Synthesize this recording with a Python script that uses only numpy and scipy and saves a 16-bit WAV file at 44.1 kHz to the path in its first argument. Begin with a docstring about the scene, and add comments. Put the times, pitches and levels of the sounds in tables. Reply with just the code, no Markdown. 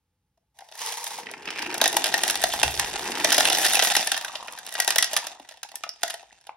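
"""A bowl of small plastic beads is tipped over a card chute and a ramp of wooden sticks, close by in a living room.
A few knocks and hollow rolling come first, then the heap slides in a hiss of tiny noise contacts.
A first wave taps, drums and skids down the card, and strikes and modal knocks ring from thin plastic.
Low bumps boom in the cardboard before a second, denser wave; then the last beads circle in a humming bowl
and stragglers rattle on. A short noise tail answers as the room, over a faint hush throughout."""
import sys
import numpy as np
from scipy import signal
from scipy.fft import rfft, irfft, next_fast_len
from scipy.io import wavfile
from scipy.ndimage import uniform_filter1d, minimum_filter1d

SR = 44100
rng = np.random.default_rng(int(sys.argv[2]) if len(sys.argv) > 2 else 0)


def unload_audio(sound):
    """Save the sound as a 16-bit wav file, at the path given as the first command line argument."""
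    columns = np.transpose(np.atleast_2d(sound))
    # keep every value between -1 and 1, then stretch to whole-number steps
    steps = np.round(np.clip(columns, -1, 1) * 32767)
    wavfile.write(sys.argv[1], SR, steps.astype(np.int16))


N = 289516
TIME = np.arange(N) / SR

# colour of a bead cracking against plastic: f/Hz, gain/dB
CRACK_COLOUR = [(100, -22.5), (300, -8), (520, -1.5), (740, 4), (1100, 6), (1750, 6), (2150, 2), (3400, 9),
                (4700, 5), (5700, 3.5), (7500, -5.5), (10500, -7.5), (14300, -12.5), (15500, -18.5)]
# how much the beads circle and jostle on plastic: t/s, level/dB before the trims of each layer
ROLL_LEVEL = [(1.2, -66.5), (1.75, -59.5), (1.97, -42.5), (2.6, -38), (2.95, -42), (3.2, -40),
              (3.45, -34.5), (3.88, -33), (4.05, -40), (4.3, -50), (4.6, -52.5), (4.95, -45), (5.25, -47),
              (5.38, -61), (5.6, -65.5), (6.0, -64), (6.05, -51), (6.28, -65.5), (6.45, -67), (6.56, -88)]
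# colour of beads rolling on plastic: f/Hz, gain/dB
ROLLING_COLOUR = [(59, -33), (100, -19), (289, -9.5), (547, -8), (768, 5.5), (1080, -7.5), (1520, -6),
                  (1740, -1), (1880, -2.5), (2050, -6), (2420, -3), (2750, -3), (3300, -5.5), (3580, -1.5),
                  (3900, -5), (4570, -8), (6020, -6), (7290, -3), (10500, -3)]
# two waves of beads roll down the card chute: t/s, level/dB before the trims of each layer
CHUTE_LEVEL = [(1.05, -70), (1.2, -50.5), (1.38, -53.5), (1.7, -43.5), (2.25, -45.5), (2.5, -53),
               (2.95, -45.5), (3.25, -40), (3.65, -46.5), (4.25, -97.5)]


def strikes(ring_db=0, detune=0.025, vary_db=5.5, clack_db=-13, body_db=0, tick_db=0,
            body_lag_s=0.00044, tick_t60=0.021):
    """Each bead cracks against a thin wall; where it lands decides which modes ring."""
    # the loudest strikes: t/s, clack level/dB, hollow body level/dB, glassy tick level/dB, before the trims
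    loud_strikes = [(0.375, -69, -71, -82), (0.588, -37.5, -55, -52.5), (0.606, -41.5, -60, -61),
                    (0.6869, -41, -54, -62), (0.7143, -44, -52.5, -59), (0.7221, -34, -52, -58),
                    (0.7532, -35, -51, -48), (0.7761, -38, -56, -48), (0.7915, -31.5, -63, -44),
                    (0.8165, -27, -48, -43), (0.8614, -26, -62, -35.5), (0.9227, -27, -42, -38),
                    (0.9713, -29, -48, -41), (1.041, -31, -48, -34), (1.0662, -24, -47, -38.5),
                    (1.0757, -36, -51, -38), (1.1059, -30, -47, -46), (1.3129, -35, -46, -43),
                    (1.7419, -19, -34, -33.5), (1.7789, -26, -39, -34.5), (1.8143, -7.5, -21.5, -21.5),
                    (1.8396, -9, -30.5, -25), (1.8574, -7, -23.5, -29), (1.8776, -24, -49, -22),
                    (1.9277, -20.5, -34, -33.5), (1.9424, -24.5, -36, -39), (1.967, -9.5, -30.5, -21.5),
                    (2.0412, -10.5, -34, -26.5), (2.0581, -14, -32, -34), (2.0668, -20, -38, -33),
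                    (2.078, -27, -33.5, -37), (2.1233, -19.5, -36, -46), (2.1405, -5.5, -25, -27.5),
                    (2.1789, -20, -40, -32.5), (2.2346, -10, -29.5, -24), (2.2175, -23.5, -41, -42),
                    (2.2787, -16, -37.5, -27), (2.2981, -11.5, -41, -26), (2.307, -20.5, -41, -27.5),
                    (2.3549, -15.5, -36, -31.5), (2.4179, -22, -41, -33), (2.438, -8.5, -23.5, -22),
                    (2.536, -18, -27.5, -32), (2.5974, -23.5, -41, -35), (2.6302, -5.5, -20, -20.5),
                    (2.7958, -11, -37, -23.5), (3.245, -5.5, -22.5, -22.5), (3.272, -27, -39, -38),
                    (3.2902, -20, -42, -38), (3.304, -14, -36, -30), (3.3195, -8.5, -29.5, -38),
                    (3.3246, -9, -33, -16), (3.3444, -11, -32, -27), (3.3803, -3.5, -20, -17.5),
                    (3.3995, -16, -34, -31), (3.4052, -7.5, -25, -24), (3.4275, -23, -43, -43),
                    (3.4532, -7.5, -39, -25), (3.4735, -16, -30, -34), (3.4993, -10, -28, -27),
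                    (3.529, -13, -37, -25.5), (3.548, -11.5, -35, -30), (3.5844, -14, -31.5, -28.5),
                    (3.637, -19, -38, -39), (3.6444, -11, -35, -31), (3.649, -10, -40, -26),
                    (3.6533, -14, -37, -28), (3.6638, -10.5, -30, -26), (3.6838, -26, -40, -32),
                    (3.7057, -15, -38, -35), (3.7334, -13, -43, -24), (3.7439, -13, -28, -34),
                    (3.7535, -9, -33, -23), (3.7692, -13, -25, -36.5), (3.792, -8, -25, -28),
                    (3.7969, -10.5, -33, -42), (3.823, -7, -26, -23.5), (3.8477, -11, -43, -35),
                    (3.8724, -16, -38, -32), (3.9068, -18, -35, -33), (3.9184, -13, -30.5, -29.5),
                    (3.9512, -10.5, -40, -28), (3.9654, -5, -23, -17.5), (4.0076, -17.5, -35, -37),
                    (4.0725, -14, -33, -26.5), (4.117, -9.5, -33.5, -26), (4.1431, -15, -36, -49),
                    (4.1657, -18, -43, -38), (4.1755, -20, -39.5, -34.5), (4.2112, -26, -42, -42),
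                    (4.247, -17, -38.5, -36.5), (4.2818, -26, -49, -54), (4.3537, -18.5, -41.5, -48.5),
                    (4.4059, -32, -47, -65), (4.4825, -36, -47, -59), (4.5234, -39, -53, -42.5),
                    (4.576, -29.5, -47, -59), (4.5875, -28, -61, -41.5), (4.6646, -29.5, -67, -40),
                    (4.6906, -33, -63, -43), (4.724, -30, -53, -40), (4.7391, -32, -54, -37.5),
                    (4.7524, -16.5, -38.5, -44), (4.786, -24, -42, -41), (4.8005, -9, -31.5, -21.5),
                    (4.8214, -21.5, -44, -36), (4.846, -26, -42, -33), (4.877, -10.5, -26.5, -22.5),
                    (4.8884, -18, -55, -33), (4.9049, -10.5, -39, -25.5), (4.9224, -19, -47, -40),
                    (4.9587, -12.5, -29, -24.5), (4.9831, -8, -38.5, -17), (4.9904, -19, -51, -38),
                    (5.0252, -6.5, -37, -20), (5.043, -17.5, -43, -29), (5.1318, -20.5, -32.5, -30.5),
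                    (5.139, -22, -40, -37), (5.174, -24, -38.5, -28.5), (5.1651, -8, -35, -24),
                    (5.2684, -24, -41.5, -35.5), (5.3482, -49, -59, -67), (5.3974, -38.5, -44, -59),
                    (5.4473, -41, -54, -71), (5.4892, -33, -56, -47), (5.5103, -36, -49.5, -59),
                    (5.521, -36, -57, -57), (5.54, -42, -54, -64), (5.5719, -41, -55.5, -63),
                    (5.6307, -24.5, -48.5, -38), (5.6886, -37, -57, -55), (5.7165, -37.5, -49, -53),
                    (5.7555, -31.5, -56, -33), (5.8363, -24.5, -46.5, -47), (5.891, -33.5, -51.5, -46),
                    (6.0322, -12, -31, -26.5), (6.0785, -25, -50, -39), (6.0993, -22.5, -42, -41),
                    (6.1045, -22, -42, -36.5), (6.1405, -25.5, -38, -40), (6.2276, -48.5, -48.5, -65),
                    (6.4116, -51, -66, -63), (6.4685, -36.5, -51, -54)]
    # what the thin plastic rings with: f/Hz, level/dB before its variation, t60/s
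    plastic_modes = [(647, -10, 0.054), (756, -6, 0.032), (860, -20.5, 0.075), (1632, -5, 0.016),
                     (1897, -7.5, 0.047), (2804, -11.5, 0.026), (3774, -24.5, 0.051), (4800, -58, 0.017),
                     (5373, -13.5, 0.026), (10360, -5.5, 0.019)]
    size, onset = 3600, 600  # samples: a whole strike, and the start that sets its level
    # lighter strikes among the moving beads: clack, body and tick in dB relative to the jostling
    light_strikes = by_chance(jostle_db, per_s=30, scatter_db=1.5, offsets_db=(10.5, -13.5, -3.5))
    rows = list(loud_strikes) + light_strikes
    t = np.arange(size) / SR
    hz, mode_db, t60 = np.transpose(plastic_modes)
    rings = undb(mode_db + ring_db)[:, None] * fade(t, t60[:, None])
    blows = []
    for _ in rows:
        pitch, weight = rng.standard_normal((2, len(hz), 1))
        phase = 2 * np.pi * rng.random((2, len(hz), 1))
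        mode_hz = hz[:, None] * (1 + detune * pitch)
        modes = rings * undb(vary_db * weight) * np.sin(2 * np.pi * mode_hz * t + phase)
        blows.append(crack(t) + .5 * modes.sum(axis=1))
    blows = colour(np.concatenate(blows), CRACK_COLOUR)
    clack = band(blows, 1050, 7000)
    body = band(blows, 240, 1050)
    tick = band(blows, 7000, 17000) * fade(t, tick_t60)
    # the wall's slow bending swells just after the contact; the hard tick dies first
    parts = [(clack, clack_db, 0), (body, body_db, body_lag_s), (tick, tick_db, 0)]
    out = np.zeros((2, N + 2 * size))
    for column, (part, trim_db, lag) in enumerate(parts):
        for row, blow in zip(rows, part.reshape(-1, 2, size)):
            start = int((row[0] + lag) * SR)
            even = blow / blow[:, :onset].std(axis=1, keepdims=True)
            out[:, start:start + size] += even * undb(row[1 + column] + trim_db)
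    return out[:, :N]


def crack(t, round_s=0.00087, echo_t60=0.026, smear_t60=0.00076, hold_s=0.0026,
          wash_db=-12, wash_t60=0.04, contact_s=0.00056):
    """A click, smeared by the bending wall, bounces across the cup and blurs into a short wash."""
    count = 10
    gaps = round_s * rng.uniform(.7, 1.3, count)
    when = np.cumsum(gaps) - gaps[0]
    arrivals = np.zeros(len(t))
    arrivals[(when * SR).astype(int)] = fade(when, echo_t60) * rng.uniform(.4, 1.4, count)
    clicks = signal.lfilter([1], [1, -fade(1 / SR, smear_t60)], arrivals)
    wash = fade(np.maximum(t - hold_s, 0), wash_t60)
    press = 1 - np.exp(-t / contact_s)
    return .5 * press * (clicks / undb(wash_db) + wash) * rng.standard_normal((2, len(t)))


def taps(t60=0.026, level_db=1, edge_db=-4.5):
    """Card and wood hardly ring: a short, dull clack, with a bright edge where the contact is hard."""
    # the loudest dry taps on the card chute and the sticks: t/s, clack level/dB, edge level/dB, before the trims
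    loud_taps = [(1.268, -27, -59), (1.288, -32, -62), (1.3376, -27, -51), (1.3807, -44, -57),
                 (1.43, -35, -55), (1.455, -27, -39.5), (1.4761, -22, -50), (1.4869, -22, -48),
                 (1.5047, -23.5, -34), (1.527, -31, -52), (1.559, -27, -44), (1.5758, -28, -41),
                 (1.5853, -23.5, -39), (1.591, -22, -34), (1.6198, -27, -35), (1.6246, -24, -31),
                 (1.6656, -36.5, -43), (1.6958, -32, -45), (1.7023, -29, -47), (1.7129, -26, -39),
                 (1.724, -33, -48), (1.75, -25, -43), (1.8027, -23, -55), (2.952, -29, -50),
                 (3.0764, -30, -31), (3.119, -27, -29.5), (3.153, -24, -32.5), (3.1724, -20.5, -49),
                 (3.208, -21.5, -41), (4.4823, -22, -47), (5.836, -28, -36), (6.493, -38.5, -71)]
    # colour of a tap: f/Hz, gain/dB
    tap_tint = [(150, -2.5), (260, 0), (420, 3.5), (1100, 7.5), (1700, 13), (2800, 12.5), (3700, 2.5),
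                (4600, 8), (5200, 10.5), (5800, 5.5), (9000, 0.5), (15000, -13.5)]
    # lighter taps while beads are on the chute: clack and edge in dB relative to the chute curve
    light_taps = by_chance(chute_db, per_s=40, scatter_db=1.5, offsets_db=(13, -0.5))
    out = np.zeros((2, N + SR))
    t = np.arange(SR // 20) / SR
    onset = 600  # samples that set the edge's level
    for s, db, bright_db in loud_taps + light_taps:
        tap = colour(rng.standard_normal((2, len(t))) * fade(t, t60), tap_tint)
        dull, edge = band(tap, 180, 3600), band(tap, 3900, 16000)
        dull = dull / np.abs(dull[0]).max() * undb(db + level_db)
        edge = edge / rms(edge[:, :onset]) * undb(bright_db + edge_db)
        start = int(s * SR)
        out[:, start:start + len(t)] += dull + edge
    return out[:, :N]


def knocks(push_s=0.00092, level_db=0):
    """Bowl, cup or card rings in a few close modes; the higher the pitch, the sooner they die."""
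    # contacts that leave a resonance ringing: t/s, level/dB, f/Hz, ring length relative to the usual
    contacts = [(0.374, -61, 703, 0.56), (.589, -43, 780, 1.2), (.607, -42, 793, 1), (.621, -37, 760, 0.97),
                (1.185, -25.5, 840, 0.87), (1.269, -20.5, 2050, .5), (1.291, -26, 2140, .5),
                (1.3375, -20, 2190, 0.43), (1.478, -18, 2300, 0.48), (1.587, -18.5, 1780, 0.5),
                (1.814, -3, 3740, 1.3), (1.841, -18, 1880, 1), (1.878, -11, 3540, 1.2),
                (1.933, -24, 784, 0.81), (1.968, -10, 840, 0.56), (2.072, -25, 728, 1.7),
                (2.167, -28, 794, 1.3), (2.268, -25, 750, 0.85), (2.356, -23.5, 810, 0.68),
                (2.440, -12, 716, 0.67), (2.525, -13.5, 3360, 0.96), (2.577, -30.5, 780, 1.2),
                (2.597, -17, 3550, 1.4), (2.631, -7, 2707, 1.36), (2.633, -21, 740, 1.2),
                (2.795, -14, 1870, 1.4), (2.800, -32.5, 807, 2.1), (3.320, -11, 3480, 1.3),
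                (3.382, -18, 699, 1.1), (3.453, -11, 3540, 1.4), (3.514, -20.5, 751, 1.6),
                (3.523, -10, 3530, 1.6), (3.578, -24.5, 807, 1.3), (3.655, -21, 1630, 1.1),
                (3.657, -29, 807, 1.2), (3.793, -22, 1950, 1.5), (3.913, -29, 760, 0.96),
                (3.952, -11, 1896, 1.3), (4.791, -26, 795, 0.73), (4.985, -8.5, 1954, 1.4),
                (5.043, -9.5, 4980, 1.4), (5.226, -36, 934, 1.2), (5.306, -39, 785, 0.78),
                (5.398, -42, 845, .35), (5.401, -41, 285, 0.28), (5.648, -33.5, 835, 0.82),
                (5.742, -33.5, 804, 0.53), (5.836, -23.5, 1278, 1.36), (5.837, -34.5, 710, 1.1),
                (5.866, -35.5, 694, 0.92), (5.892, -8, 5250, 0.66), (6.034, -10, 1640, 0.33),
                (6.035, -24, 686, 1.7), (6.142, -42, 700, 3.3), (6.308, -41, 1870, 0.68),
                (6.492, -25, 850, 0.66), (6.493, -26.5, 1080, 0.38)]
    # what a knock rings with: multiple of the pitch, level/dB, usual cycles to fade by 60 dB
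    mode_rows = [(.8, -28.5, 41), (.92, -12, 70), (1.002, 2.5, 33), (1.14, -9.5, 43), (1.35, -16, 30.5),
                 (1.899, -13, 34.5), (2.699, -6.5, 41)]
    out = np.zeros(N + SR)
    t = np.arange(SR // 4) / SR
    for s, db, hz, length in contacts:
        ring = np.zeros(len(t))
        for multiple, mode_db, cycles in mode_rows:
            mode_hz = hz * multiple
            tone = np.sin(2 * np.pi * (mode_hz * t + rng.random()))
            ring += undb(mode_db) * fade(t, length * cycles / mode_hz) * tone
        start = int(s * SR)
        out[start:start + len(t)] += undb(db + level_db) * ring * (1 - np.exp(-t / push_s))
    return np.array([band(out[:N], 180, 17000), np.zeros(N)])


def sliding(creep_start_s=0.54, creep_db=-53.5, creep_rise_s=0.11, creep_t60=0.76):
    """A few beads start to roll hollowly, then the heap slips over the bowl's wall in a hiss of contacts."""
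    # colour of the slide: f/Hz, gain/dB
    slide_tint = [(59, -53), (100, -25), (328, -27), (471, -4.5), (595, -20.5), (891, 5.5), (1450, -14.5),
                  (2000, -5), (2690, -9.5), (4800, -7), (5900, -5), (7290, -8), (10500, -12),
                  (12400, -15.5), (14100, -23.5), (16000, -20)]
    contacts = patter(rate=1100, scatter_db=3, t60=.012)
    hiss = colour(contacts, slide_tint)
    hollow = band(colour(contacts, ROLLING_COLOUR), 570, 1240)
    since = np.maximum(TIME - creep_start_s, 0)
    creep = undb(creep_db) * (1 - np.exp(-since / creep_rise_s)) * fade(since, creep_t60)
    hiss_gain = undb(slide_db(TIME)) + undb(2.5) * creep
    return hiss / rms(hiss) * hiss_gain + hollow / rms(hollow) * creep


def slide_db(times):
    """Level of the sliding heap: a quick rise as it breaks loose, a slow sag, then it stops."""
    full_s, stop_s, full_db = 0.815, 1.2, -33.5
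    rise, sag, stop = 279, 19.5, 323  # dB per s
    since = times - full_s
    db = full_db + np.minimum(rise * since, -sag * since)
    return np.maximum(db - stop * np.maximum(times - stop_s, 0), -140)


def jostle_db(times, grain_db=-9.5):
    """How hard beads jostle on plastic: rolling free, or as single contacts standing out of the slide."""
    return np.maximum(level_at(ROLL_LEVEL, times), slide_db(times) + grain_db)


def chute(level_db=-4.0, drum_db=-1, drum_width_hz=100):
    """Many beads roll together on the card, which drums at a shifting pitch under a fine chatter."""
    # colour of the chatter: f/Hz, gain/dB
    chatter_tint = [(59, -40.5), (100, -13), (181, -3.5), (290, 2), (390, 0.5), (470, 1.5), (570, -6.5),
                    (891, 7.5), (1200, -6.5), (1800, 1.5), (2170, -6), (3120, -9.5), (3860, -22),
                    (5080, -30.5), (7140, -16), (16000, -38)]
    # the card drums lower as each wave rolls out onto its unsupported middle: t/s, f/Hz
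    drum_pitch = [(1.15, 460), (1.45, 390), (1.7, 335), (2.0, 370), (2.3, 360), (2.85, 410), (3.1, 370),
                  (3.35, 330), (3.8, 380)]
    chatter = colour(patter(rate=700, scatter_db=4.5, t60=.009), chatter_tint)
    chatter = band(chatter, 90, 17000) / rms(band(chatter, 200, 520))
    drum_hz = np.interp(TIME, *np.transpose(drum_pitch))
    drum = resonate(patter(rate=900, scatter_db=3.5, t60=.012), drum_hz, drum_width_hz)
    return (chatter * undb(level_db) + drum / rms(drum) * undb(drum_db)) * follow(CHUTE_LEVEL)


def chute_db(times):
    """How busy the card chute is."""
    return level_at(CHUTE_LEVEL, times)


def skidding(level_db=-3):
    """Beads of the first wave scrape over the card in quick, gritty catches."""
    # the scraping: t/s, level/dB before the trim
    skid_curve = [(1.41, -70), (1.47, -41), (1.54, -43), (1.61, -35), (1.71, -42), (1.78, -64),
                  (1.9, -60.5)]
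    # colour of the scraping: f/Hz, gain/dB
    skid_tint = [(300, -24), (1200, -7), (1650, 4.5), (2000, -7), (2400, 9), (3100, -1.5), (3900, -6),
                 (4700, -23), (5150, -2), (5600, -17), (7000, -26), (16000, -25)]
    grit = colour(patter(rate=500, scatter_db=5.5, t60=0.0123), skid_tint)
    return grit / rms(grit) * follow(skid_curve) * undb(level_db)


def rolling(rattle_db=5.0, fizz_db=0, clink_db=-3, busy_db=-35.5, fizz_growth=1.72):
    """Beads circling on plastic chatter on the wall; the busier they are, the more they brush and clink."""
    contacts = patter(rate=330, scatter_db=4.2, t60=.014)
    rattle = band(colour(contacts, ROLLING_COLOUR), 130, 7540)
    fizz = band(colour(patter(rate=1200, scatter_db=10.0, t60=0.082), CRACK_COLOUR), 7800, SR / 2)
    clinks = band(colour(patter(rate=90, scatter_db=3.5, t60=.005), CRACK_COLOUR), 4500, 17000)
    bright = fizz / rms(fizz) * undb(fizz_db) + clinks / rms(clinks) * undb(clink_db)
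    # the bright part grows by fizz_growth dB per dB of rolling and equals its level at busy_db
    crowding = undb(busy_db + fizz_growth * (level_at(ROLL_LEVEL, TIME) - busy_db))
    return rattle / rms(rattle) * follow(ROLL_LEVEL) * undb(rattle_db) + bright * crowding


def hollow_rings(hops_per_s=45, hop_db=1.5, scatter_db=4, detune=.02):
    """Small hops of the rolling beads set the plastic ringing, each at a slightly different pitch."""
    # resonances kept ringing: f/Hz, level/dB relative to the rolling curve before hop_db, t60/s
    hollow_modes = [(740, -4.5, 0.072), (1892, -7, 0.093), (3630, -5.5, .06)]
    out = np.zeros(N + SR)
    t = np.arange(SR // 10) / SR
    for hz, mode_db, t60 in hollow_modes:
        hops = by_chance(lambda s: level_at(ROLL_LEVEL, s), hops_per_s, scatter_db, (mode_db + hop_db,))
        for s, db in hops:
            ring = np.sin(2 * np.pi * hz * (1 + detune * rng.standard_normal()) * t)
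            start = int(s * SR)
            out[start:start + len(t)] += undb(db) * fade(t, t60) * ring
    return np.array([out[:N], np.zeros(N)])


def circling(scatter_db=4.5, bowl_hz=976, width_hz=370, wander=0.058, wander_per_s=9):
    """The last beads keep the bowl's hollow resonance going; its pitch wanders as they move over the wall."""
    # the hum: t/s, level/dB
    hum_curve = [(4.15, -45), (4.33, -46), (4.52, -45), (4.66, -66), (4.8, -45), (5.0, -52.5),
                 (5.25, -48.5), (5.42, -67), (5.6, -74)]
    contacts = patter(rate=600, scatter_db=scatter_db, t60=.01)
    hum = resonate(contacts, bowl_hz * (1 + wander * drift(wander_per_s)), width_hz)
    return hum / rms(hum) * follow(hum_curve)


def rumble(chute_trim_db=-20, roll_trim_db=-29, attack_s=0.015, t60=0.43, second_mode=1.88, shudder_db=-13):
    """Cardboard shudders faintly under the rolling beads, and booms in two low modes when the bowl bumps it."""
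    # the bumps: t/s, level/dB before the swell and decay, lowest f/Hz, second mode level/dB relative to the first
    bump_rows = [(2.355, -53, 60, -10), (2.42, -46, 50, -20), (2.535, -48, 52, -18),
                 (2.59, -39.5, 126, -22.5), (2.635, -29.5, 68, -4), (2.765, -41, 61.6, -5),
                 (2.80, -43, 44.6, -5.5), (2.90, -48, 48, -10)]
    # colour of the shudder: f/Hz, gain/dB
    shudder_tint = [(25, 10.5), (40, -15.5), (70, -2.5), (98, -3.5), (129, -3.5), (200, 2)]
    shudder = band(colour(rng.standard_normal((2, N)), shudder_tint), 35, 157)
    gain = follow(CHUTE_LEVEL) * undb(chute_trim_db) + follow(ROLL_LEVEL) * undb(roll_trim_db)
    boom = np.zeros((2, N))
    for s, db, hz, second_db in bump_rows:
        since = np.maximum(TIME - s, 0)
        swell = undb(db) * (1 - np.exp(-(since / attack_s) ** 2)) * fade(since, t60)
        turn = 2 * np.pi * hz * since
        boom[0] += swell * (np.sin(turn) + undb(second_db) * np.sin(second_mode * turn))
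        gain = gain + swell * undb(shudder_db)  # each bump also shakes the card loosely
    return boom + shudder / rms(shudder) * gain


def room(x, wet_db=-12.0, mid_t60=0.29, treble_t60=0.16, treble_db=-2, build_s=0.00016):
    """Floor and walls answer with a short tail that loses its treble first."""
    t = np.arange(int(.7 * SR)) / SR
    noise = rng.standard_normal((2, len(t)))
    low = band(noise, 150, 6500) * fade(t, mid_t60)
    high = band(noise, 6500, 17000) * fade(t, treble_t60)
    tail = (low + undb(treble_db) * high) * (1 - np.exp(-(t / build_s) ** 2))
    tail /= np.sqrt(np.sum(tail[0] ** 2))
    return undb(wet_db) * signal.fftconvolve(x[:1], tail, axes=1)[:, :N]


def air(level_db=-78):
    """The faint hush of the room: steady coloured noise."""
    # colour of the hush: f/Hz, gain/dB
    air_tint = [(15, 18), (25, -18), (53, 18.5), (108, 14), (439, -3.5), (516, 3), (575, -12.5), (760, -8),
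                (850, 5.5), (950, -7.5), (2110, -11.5), (16000, -17)]
    hush = band(colour(rng.standard_normal((2, N)), air_tint), 42.5, 17000)
    return hush / rms(hush) * undb(level_db)


def ports(pair):
    """A direct sound and an unrelated scattered one, as two microphone ports pick them up."""
    # unrelated share: f/Hz, level/dB
    spread_curve = [(100, -26), (700, -17), (1800, -17), (2300, -7), (3800, -5), (5500, -8), (9000, -9),
                    (11000, -15), (13000, -8)]
    # phase by which left leads right: f/Hz, phase/rad
    lead_curve = [(100, 0), (700, -.3), (2300, -.3), (3700, .5), (4250, 1.5), (5000, .6), (6500, 2),
                  (8400, 4.1), (11000, 6.2), (15500, 11)]
    # left minus right: f/Hz, level/dB
    lean_curve = [(300, 0), (700, 3), (1300, .4), (1900, 3.8), (2750, -5), (3900, -3), (6000, -.5),
                  (8000, -1.2), (11000, -.2)]
    size = next_fast_len(N)
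    hz = np.fft.rfftfreq(size, 1 / SR)
    direct, scattered = rfft(pair, size)
    scattered = scattered * undb(at(spread_curve, hz))
    # half of each difference goes to either side
    turn = undb(at(lean_curve, hz) / 2) * np.exp(.5j * at(lead_curve, hz))
    left = (direct + scattered) * turn
    right = (direct - scattered) / turn
    return irfft(np.array([left, right]), size)[:, :N]


def patter(rate, scatter_db, t60):
    """Countless tiny contacts of uneven strength, each a very short burst of noise."""
    chance, strength = rng.random(N), np.minimum(rng.exponential(size=N), 4)
    energy = (chance < rate / SR) * undb(scatter_db * strength) ** 2
    energy = signal.lfilter([1], [1, -fade(1 / SR, t60) ** 2], energy)
    return np.sqrt(energy / energy.mean()) * rng.standard_normal((2, N))


def by_chance(level_db, per_s, scatter_db, offsets_db):
    """Rows (s, dB, ..) of random contacts as strong as level_db(times); none while the beads are nearly still."""
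    count, still_db = 400, -62
    wait = rng.gamma(2, .5, count)
    luck = rng.standard_normal((count, len(offsets_db) + 1))
    times = np.cumsum(wait) / per_s
    level = level_db(times)
    # one scatter shared by the whole contact, another for each of its parts
    levels = level[:, None] + np.array(offsets_db) + scatter_db * (luck[:, :1] + luck[:, 1:])
    return [(s, *db) for s, db, now in zip(times, levels, level) if now > still_db and s < N / SR]


def resonate(x, hz, width_hz):
    """A resonance whose centre follows hz: shift it down to zero, low-pass, shift it back."""
    turn = np.exp(2j * np.pi * np.cumsum(hz) / SR)
    lowpass = signal.butter(2, width_hz / 2, fs=SR, output="sos")
    return (signal.sosfilt(lowpass, x / turn) * turn).real


def drift(per_s):
    """A smooth random wander through per_s random points a second, drawn with unit spread."""
    steps = rng.standard_normal(1000)
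    return np.interp(TIME * per_s, np.arange(len(steps)), steps)


def colour(x, points):
    """Causal minimum-phase filter with the given (Hz, dB) response."""
    size = 2048
    cepstrum = irfft(np.log(undb(at(points, np.fft.rfftfreq(size, 1 / SR)))))
    # folding the cepstrum forward puts all the response after the contact
    cepstrum[1:size // 2] *= 2
    cepstrum[size // 2 + 1:] = 0
    response = irfft(np.exp(rfft(cepstrum)))
    return signal.oaconvolve(x, response[None], axes=1)[:, :x.shape[-1]]


def band(x, lo_hz, hi_hz):
    """Steep band-pass."""
    return signal.sosfilt(signal.butter(4, [lo_hz, min(hi_hz, SR / 2 - 1)], "band", fs=SR, output="sos"), x)


def at(points, hz):
    """Read (Hz, value) points on a log-frequency axis."""
    f, value = np.transpose(points)
    return np.interp(np.log(hz + 1), np.log(f), value)


def level_at(table, times):
    """Read a dB curve at the given times; practically silent outside it."""
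    s, db = np.transpose(table)
    return np.interp(times, s, db, left=-140, right=-140)


def follow(table):
    """Gain along a dB curve."""
    return undb(level_at(table, TIME))


def fade(t, t60):
    """Exponential decay by 60 dB in t60 seconds."""
    return np.exp(-np.log(1000) * t / t60)


def undb(db):
    """Decibels to gain."""
    return 10 ** (np.asarray(db) / 20)


def rms(x):
    """Root mean square."""
    return np.sqrt(np.mean(x ** 2)) + 1e-12


def scene(diffuse_db=-7):
    """All the beads, the cardboard and the room around them."""
    on_plastic = strikes() + knocks() + sliding() + rolling() + hollow_rings() + circling()
    on_card = taps() + chute() + skidding()
    near = on_plastic + on_card
    echo = room(near)
    # the room's answer comes from all sides: part of it is opposite left and right
    wide = undb(diffuse_db) * echo[1] * np.array([[1], [-1]])
    return ports(near + echo + rumble() + air()) + wide


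def record(dry):
    """The phone's limiter ducks for a moment around the sharpest peaks; the top is cut."""
    size, ceiling, top_hz = int(.0015 * SR), .76, 16000
    needed = np.minimum(1, ceiling / (np.abs(dry).max(axis=0) + 1e-9))
    gain = uniform_filter1d(minimum_filter1d(needed, size), size)
    return signal.sosfilt(signal.ellip(8, .2, 70, top_hz, fs=SR, output="sos"), dry * gain)


dry = scene()
out = record(dry)
unload_audio(out)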